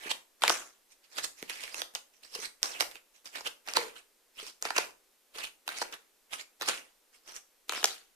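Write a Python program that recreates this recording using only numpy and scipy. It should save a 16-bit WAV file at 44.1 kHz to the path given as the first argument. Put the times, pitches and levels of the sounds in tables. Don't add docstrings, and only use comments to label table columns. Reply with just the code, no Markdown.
import sys
import numpy as np
from scipy import signal
from scipy.fft import rfft, irfft, next_fast_len
from scipy.io import wavfile
from scipy.ndimage import uniform_filter1d, minimum_filter1d

SR = 44100
rng = np.random.default_rng(int(sys.argv[2]) if len(sys.argv) > 2 else 0)


def wav_record(signal):
    frames = np.transpose(np.atleast_2d(signal))
    bounded = np.clip(frames, -1, 1)
    quanta = np.round(bounded * 32767).astype(np.int16)
    wavfile.write(sys.argv[1], SR, quanta)


def level_to_linear(level):
    exponent = np.asarray(level, float) / 20
    return 10 ** exponent


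N = 359415

# freq_hz, level_db_per_hz
FLOOR_SPECTRUM = [(30, -11.5), (110, -48), (206, -21.5), (470, -14), (690, -18.5), (1430, -20.5),
                  (10800, -22.5), (16500, -22.5)]
# freq_hz, correlation
FLOOR_LIKENESS = [(60, 0.014), (300, 0.48), (1200, 0.51)]
# start_s, peak_db, pitch_hz, t60_s
KNOCKS = [
    (0.059, -35.5, 400, .03),
    (.073, -41.5, 422, .03),
    (1.428, -27.5, 370, 0.009),
    (2.36, -35, 470, .03),
    (2.388, -36.5, 438, 0.043),
    (2.43, -45.5, 456, 0.018),
    (3.782, -31.5, 478, .2),
    (3.83, -38.5, 446.6, .2),
    (4.428, -44.5, 425, 0.048),
    (5.36, -41, 445, 0.057),
]
# fastest_s, rub_db, cavity_hz, rise_ms_per_20db, fall_ms_per_20db
TABLE_SLIDES = [(.07, -43.5, 2500, 118, 79.4), (0.448, -33, 1800, 17, 86.4), (1.13, -55.5, 4930, 37, 120),
                (1.183, -35, 4800, 27, 35.3), (1.801, -40.5, 5900, 123, 40.3),
                (1.957, -43.5, 5100, 7.1, 35.19), (2.637, -41.5, 5800, 11, 205.2),
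                (2.765, -44, 2300, 120, 64.8), (.51, -35.5, 6000, 74, 164),
                (3.262, -51.5, 5500, 9.7, 67.59), (3.361, -42.5, 2220, 41, 75.6),
                (3.692, -42, 2030, 36, 92.59), (3.78, -39, 2200, 9, 150), (4.654, -39, 1900, 22, 97),
                (4.77, -31.5, 2610, 28, 103), (5.353, -46, 3700, 10, 59.4), (5.387, -43.5, 4320, 45, 73.4),
                (5.698, -45.5, 2180, 36, 268), (5.932, -42, 1600, 12.3, 35.19),
                (6.337, -38, 2900, 29.4, 38.2), (6.62, -44.5, 3880, 15, 216), (6.698, -36, 2300, 11, 121),
                (7.294, -49, 5070, 49, 67.59), (7.76, -39.5, 3490, 46, 136)]
# fastest_s, rub_db, cavity_hz,
# rise_ms_per_20db, fall_ms_per_20db
DECK_SLIDES = [(0.424, -36.5, 2080, 4, 90), (3.16, -62, 6300, 37, 71), (.921, -58, 5900, 34, 36),
               (1.39, -54, 5500, 40, 150), (1.505, -43.5, 2200, 6, 170), (1.637, -43.5, 2200, 150, 140),
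               (2.14, -65, 6600, 9.9, 90), (2.233, -53, 4850, 3.6, 98), (2.355, -36.5, 4750, 30, 17),
               (2.458, -40.5, 5270, 165, 22), (2.966, -53.5, 2350, 67, 40), (3.969, -49, 1540, 29, 58),
               (4.393, -44, 3075, 36, 120), (4.481, -45.5, 5020, 56, 49), (7.88, -40, 4000, 40, 128),
               (5.78, -42, 5200, 55, 60), (1.045, -64.5, 3020, 29, 62), (5.445, -39.5, 2760, 70, 51),
               (5.822, -37.5, 4660, 52, 30), (6.404, -42.5, 4040, 43, 32), (6.668, -41, 4000, 50, 30),
               (7.142, -59.5, 5450, 21, 68), (7.367, -45.5, 6300, 51, 32), (7.698, -40.5, 2710, 7.4, 246)]
# fastest_s, rub_db, cavity_hz, table_over_rub_db
SKIDS = [
    (0.11, -29.5, 3800, -10.5),
    (1.245, -31, 4630, -16.5),
    (1.503, -38, 2370, -22),
    (2.814, -32, 5500, -3),
    (3.467, -32.5, 3030, -4),
    (3.768, -30, 4100, 0.5),
    (6.691, -25.5, 5860, -4),
    (7.849, -34, 6270, -11),
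]
# freq_hz, level_db_per_hz
RUB_SPECTRUM = [(530, -27.5), (900, -13.5), (1040, -11.5), (2600, -4), (3680, -9.5), (9310, -11.5),
                (14000, -26.5), (16000, -62.5)]
# pitch_hz, width_hz, level_db
TABLE_MODES = [(339.6, 60, -6), (462, 83, -0.5), (771, 405, 1), (964, 255, 4.5), (1453, 410, -0.5)]
# time_s, left_lags_right_us
HAND_PATH = [(.3, 340), (.4, 30), (.7, 30), (.9, 350), (3.55, 320), (3.65, 210), (4.9, 180), (5.3, 260),
             (5.6, 170), (6.2, 180), (6.3, 290), (6.55, 160), (7.4, 220), (7.6, 30), (7.85, -60)]
# start_s, peak_db, table_thud_db, ring_hz
SCUFFS = [(0.1127, -17, -9.5, 3200), (1.1837, -17.5, -9.5, 1950), (1.252, -27, -16, 7100),
          (2.35, -25.5, -12, 4670), (2.6431, -25, -12, 5800), (2.9129, -32.5, -32, 2015),
          (3.256, -31.5, -22, 5880), (3.356, -27.5, -10.5, 3220), (3.4075, -30.5, -8, 5230),
          (3.448, -39, -15, 5005), (3.4713, -21, -10, 2840), (3.766, -10.5, -33.5, 4240),
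          (4.6521, -20.5, -3, 4670), (4.66, -27.5, -4.5, 2800), (4.764, -18, -7, 6100),
          (5.4384, -23, -14.5, 2300), (5.8159, -22.5, -1, 4600), (5.925, -31.5, -9, 5900),
          (5.939, -31.5, -9, 3700), (7.7335, -25, -6, 2500)]
# start_s, peak_db, table_thud_db, ring_hz
SNAPS = [(0.4205, -16, -13.5, 3710), (0.4365, -7, -6, 3200), (0.4513, -20.5, -16.5, 3100),
         (0.479, -5, -16, 2230), (0.496, -6.5, -9.5, 5300), (0.509, -19.5, -34.5, 6500),
         (1.2419, -27.5, -9.5, 3900), (1.5011, -25.5, -26, 2390), (1.637, -23, -15, 2620),
         (1.7439, -21.5, -17, 2700), (1.9503, -15.5, -22.5, 5700), (1.9559, -23.5, -11, 3000),
         (2.807, -5.5, -18.5, 2510), (2.956, -32.5, -11.5, 2400), (3.3829, -34.5, -8, 1980),
         (3.675, -27, -12.5, 4386), (3.686, -23.5, -10.5, 2750), (4.7051, -20.5, -1, 4510),
         (4.783, -9, -10, 5600), (5.6779, -18, -12.5, 2410), (5.6897, -22.5, -6, 3940),
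         (5.8246, -24.5, -2, 4900), (6.3289, -26.5, -12.5, 3070), (6.6208, -18.5, -14.5, 1800),
         (6.628, -27.5, -7, 5000), (7.364, -26, -30, 6080), (7.6942, -14, -14, 3760),
         (7.722, -22, -6, 1850), (7.829, -26, -3.5, 2900), (2.801, -19.5, -14, 3990)]
# start_s, peak_db, table_thud_db, ring_hz, scatter_ms
CRACKS = [(0.501, -11, -4.5, 3400, 1.7), (1.4272, -18.5, -20, 2090, 2.2), (1.4978, -16, -20.5, 2500, 5.1),
          (1.8186, -14.5, -17, 3430, 5.8), (2.823, -13.5, -13, 5760, 4.5), (1.9692, -37, -13.5, 6500, 6.1),
          (2.6305, -3, -28, 5600, 0.87), (2.6572, -21, -13, 5200, 5.2), (2.6923, -59, -18, 2300, 7.1),
          (2.7055, -33.5, -5, 6300, 6.2), (3.398, -37.5, -15.5, 1900, 5), (3.737, -13, -29, 5050, 2.8),
          (3.756, -21, -50, 4200, 6.7), (3.7698, -2.5, -12.5, 4220, 2), (4.6252, -10.5, -21, 6900, 2.44),
          (4.7799, -9.5, -15, 2500, 6.9), (6.3395, -36.5, -15.5, 3000, 6.5),
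          (6.6119, -19.5, -9.5, 3900, 6.1), (6.6788, -16.5, -14, 5460, 4.4), (6.6862, -13, -32, 2270, 4.7),
          (7.8421, -1.5, -19, 3060, 3), (7.8442, 0.5, -22.5, 6060, 0.84), (7.856, -6, -36.5, 6320, 5.5)]
# freq_hz, t60_s
ROOM_DECAY = [(200, 0.47), (1000, 0.29), (4000, 0.23), (12000, 0.33)]
# freq_hz, level_db
TREBLE_END = [(14400, -1), (14900, -29.5), (16400, -35.5), (16800, -120)]

SNAP_SCATTER_MS, SCUFF_SCATTER_MS = 12, 38
SKID_RISE_MS, SKID_FALL_MS = 21, 17.3
TABLE_SLIDE_DB, DECK_SLIDE_DB = -6.5, -14
LIFT = 0.19


def unit(x):
    return x / np.sqrt(np.mean(x ** 2) + 1e-20)


def along(points, hz):
    f, v = np.transpose(points)
    return np.interp(np.log(hz + 1), np.log(f + 1), v)


def hiss():
    m = next_fast_len(N)
    f = np.fft.rfftfreq(m, 1 / SR)
    angle = np.arccos(np.clip(along(FLOOR_LIKENESS, f), -1, 1)) / 2
    noise = rfft(rng.standard_normal((2, m))) * level_to_linear(along(FLOOR_SPECTRUM, f))
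    mid, side = irfft(noise * [np.cos(angle), np.sin(angle)], m)[:, :N]
    return unit(np.array([mid + side, mid - side]))


def suppressor(x, open_db, depth_db, soft_db):
    power = np.abs(uniform_filter1d(np.mean(x ** 2, axis=0), size=200))
    held = -minimum_filter1d(-power, size=800, origin=-80)
    over = (10 * np.log10(held + 1e-12) - open_db) / soft_db
    gain_db = depth_db * (np.tanh(over) - 1) / 2
    return level_to_linear(uniform_filter1d(gain_db, size=100))


def knocks():
    t = np.arange(N) / SR
    rattle = level_to_linear(3 * unit(uniform_filter1d(rng.standard_normal(N), size=300)))
    notes = np.zeros(N)
    for start_s, peak_db, hz, t60_s in KNOCKS:
        decay = level_to_linear(peak_db - 60 * np.abs(t - start_s) / t60_s)
        notes -= decay * np.sin(2 * np.pi * hz * np.clip(t - start_s, 0, 1))
    return rattle * notes


def resonance(f, hz, width):
    return 1j * f * width / (hz * hz - f * f + 1j * f * width)


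def table_top(f):
    return sum((-1) ** k * level_to_linear(db) * resonance(f, hz, width_hz)
               for k, (hz, width_hz, db) in enumerate(TABLE_MODES))


def placed(f, s):
    lag_us = np.interp(s, *np.transpose(HAND_PATH))
    shadow_db = -.02 * lag_us * f / (f + 900)
    half = level_to_linear(shadow_db / 2) * np.exp(-1j * np.pi * f * lag_us / 10 ** 6)
    return np.array([half, 1 / half])


def strokes(t):
    rows = [(*r, TABLE_SLIDE_DB) for r in TABLE_SLIDES]
    rows += [(*r, DECK_SLIDE_DB) for r in DECK_SLIDES]
    rows += [(s, db, hz, SKID_RISE_MS, SKID_FALL_MS, table_db) for s, db, hz, table_db in SKIDS]
    s, db, hz, rise_ms, fall_ms, table_db = [c[:, None] for c in np.transpose(rows)]
    side_ms = np.clip(np.where(t < s, rise_ms, fall_ms), 2, 900)
    fade = np.abs(t - s) * 1000 / side_ms
    power = level_to_linear(np.clip(db - 20 * fade * (1 + LIFT * fade), -200, 0)) ** 2
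    rub = power.sum(0)
    table = (power * level_to_linear(table_db) ** 2).sum(0)
    return np.sqrt(rub), np.sqrt(table), (power * hz).sum(0) / rub


def slides():
    flutter_db = 2.4 * unit(uniform_filter1d(rng.standard_normal(N), size=130))
    catches = rng.standard_normal((4, N))
    catches *= level_to_linear(2.52 * rng.exponential(size=(4, N)) + flutter_db)
    f, t, z = signal.stft(catches, SR, nperseg=256)
    f = f[:, None]
    rub, table, gap_hz = strokes(t)

    patches = uniform_filter1d(rng.standard_normal(z.shape[1:]), size=5, axis=0)
    patches = uniform_filter1d(patches, size=7, axis=1)
    gap = level_to_linear(along(RUB_SPECTRUM, f) + 4.1 * unit(patches))
    gap = gap * (1 + 2.3 * np.abs(resonance(f, gap_hz, 1100)))
    gap /= np.sqrt(np.mean(gap ** 2, axis=0))

    through_gap = rub * unit(z[0] + 2.5 * z[2:]) * gap
    through_table = table * unit(unit(z[1] + 0.77 * z[3:1:-1]) * table_top(f))
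    mix = through_gap + level_to_linear(-0.5) * through_table
    mix *= np.sqrt(np.mean(np.abs(z) ** 2) / np.mean(catches ** 2)) * level_to_linear(-14.5)
    return signal.istft(mix * placed(f, t), SR, nperseg=256)[1][:, :N]


def peak_one(z):
    return z / np.abs(irfft(z)).max(-1, keepdims=True)


def snaps():
    rows = CRACKS + [(*r, SNAP_SCATTER_MS) for r in SNAPS] + [(*r, SCUFF_SCATTER_MS) for r in SCUFFS]
    s, db, thud_db, ring_hz, ms = [c[:, None] for c in np.transpose(sorted(rows))]
    scatter_ms = np.clip(ms, 1, 80)
    size, lead = 4096, 64
    t, f = np.arange(size) / SR, np.fft.rfftfreq(size, 1 / SR)
    draw = rng.standard_normal((len(s), 5, size))

    kicks = 0.51 * (draw[:, 0] + draw[:, 3:].transpose(1, 0, 2))
    kicks = kicks * np.abs(draw[:, 1]) * level_to_linear(-60e3 * t / scatter_ms)
    kicks[..., :1] = -12 / scatter_ms
    card = resonance(f, 4000, 4800) * (0.27 + resonance(f, ring_hz, 0.21 * ring_hz))

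    push = draw[:, 2] + 0.77 * draw[:, :2].transpose(1, 0, 2)
    push = push * level_to_linear(-60 * t / 0.012)

    z = peak_one(rfft(kicks) * card)
    z = z + level_to_linear(thud_db + 4.5) * peak_one(rfft(push) * table_top(f))
    delay_s = lead / SR + s % (1 / SR)
    z = level_to_linear(db - 1.0) * z * placed(f, s) * np.exp(-2j * np.pi * f * delay_s)
    out = np.zeros((2, N + size))
    starts = (s[:, 0] * SR).astype(int) - lead
    for k, wave in zip(starts, irfft(z).transpose(1, 0, 2)):
        out[:, k:k + size] += wave
    return out[:, :N]


def room(x):
    out, count = np.zeros((2, N)), 4
    turn = np.arange(N) // (SR // 16) % count
    for k in range(count):
        hz, t, z = signal.stft(rng.standard_normal((2, SR // 2)), SR, nperseg=256)
        decay = level_to_linear(-60 * t / along(ROOM_DECAY, hz)[:, None])
        tail = signal.istft(z * decay, SR, nperseg=256)[1]
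        tail *= 1 - level_to_linear(-60 * np.arange(tail.shape[1]) / SR / 0.035)
        tail /= np.linalg.norm(tail[0])
        out += signal.fftconvolve((x * (turn == k))[None], tail, axes=1)[:, :N]
    return out


def scene():
    no_bass = signal.butter(3, 200, "high", fs=SR, output="sos")
    cards = signal.sosfilt(no_bass, snaps() + slides() + knocks())
    cards += level_to_linear(-10.0) * room(cards[1])
    gain = suppressor(cards, open_db=-48, depth_db=13, soft_db=6)
    return cards + level_to_linear(-53.5) * gain * hiss()


def band_limit(x):
    return signal.sosfilt(signal.butter(12, 16830, fs=SR, output="sos"), x)


def record(dry):
    m = next_fast_len(N)
    response = level_to_linear(along(TREBLE_END, np.fft.rfftfreq(m, 1 / SR)))
    heard = irfft(rfft(dry, m) * response, m)[:, :N]
    return band_limit(heard)


dry = scene()
out = record(dry)
wav_record(out)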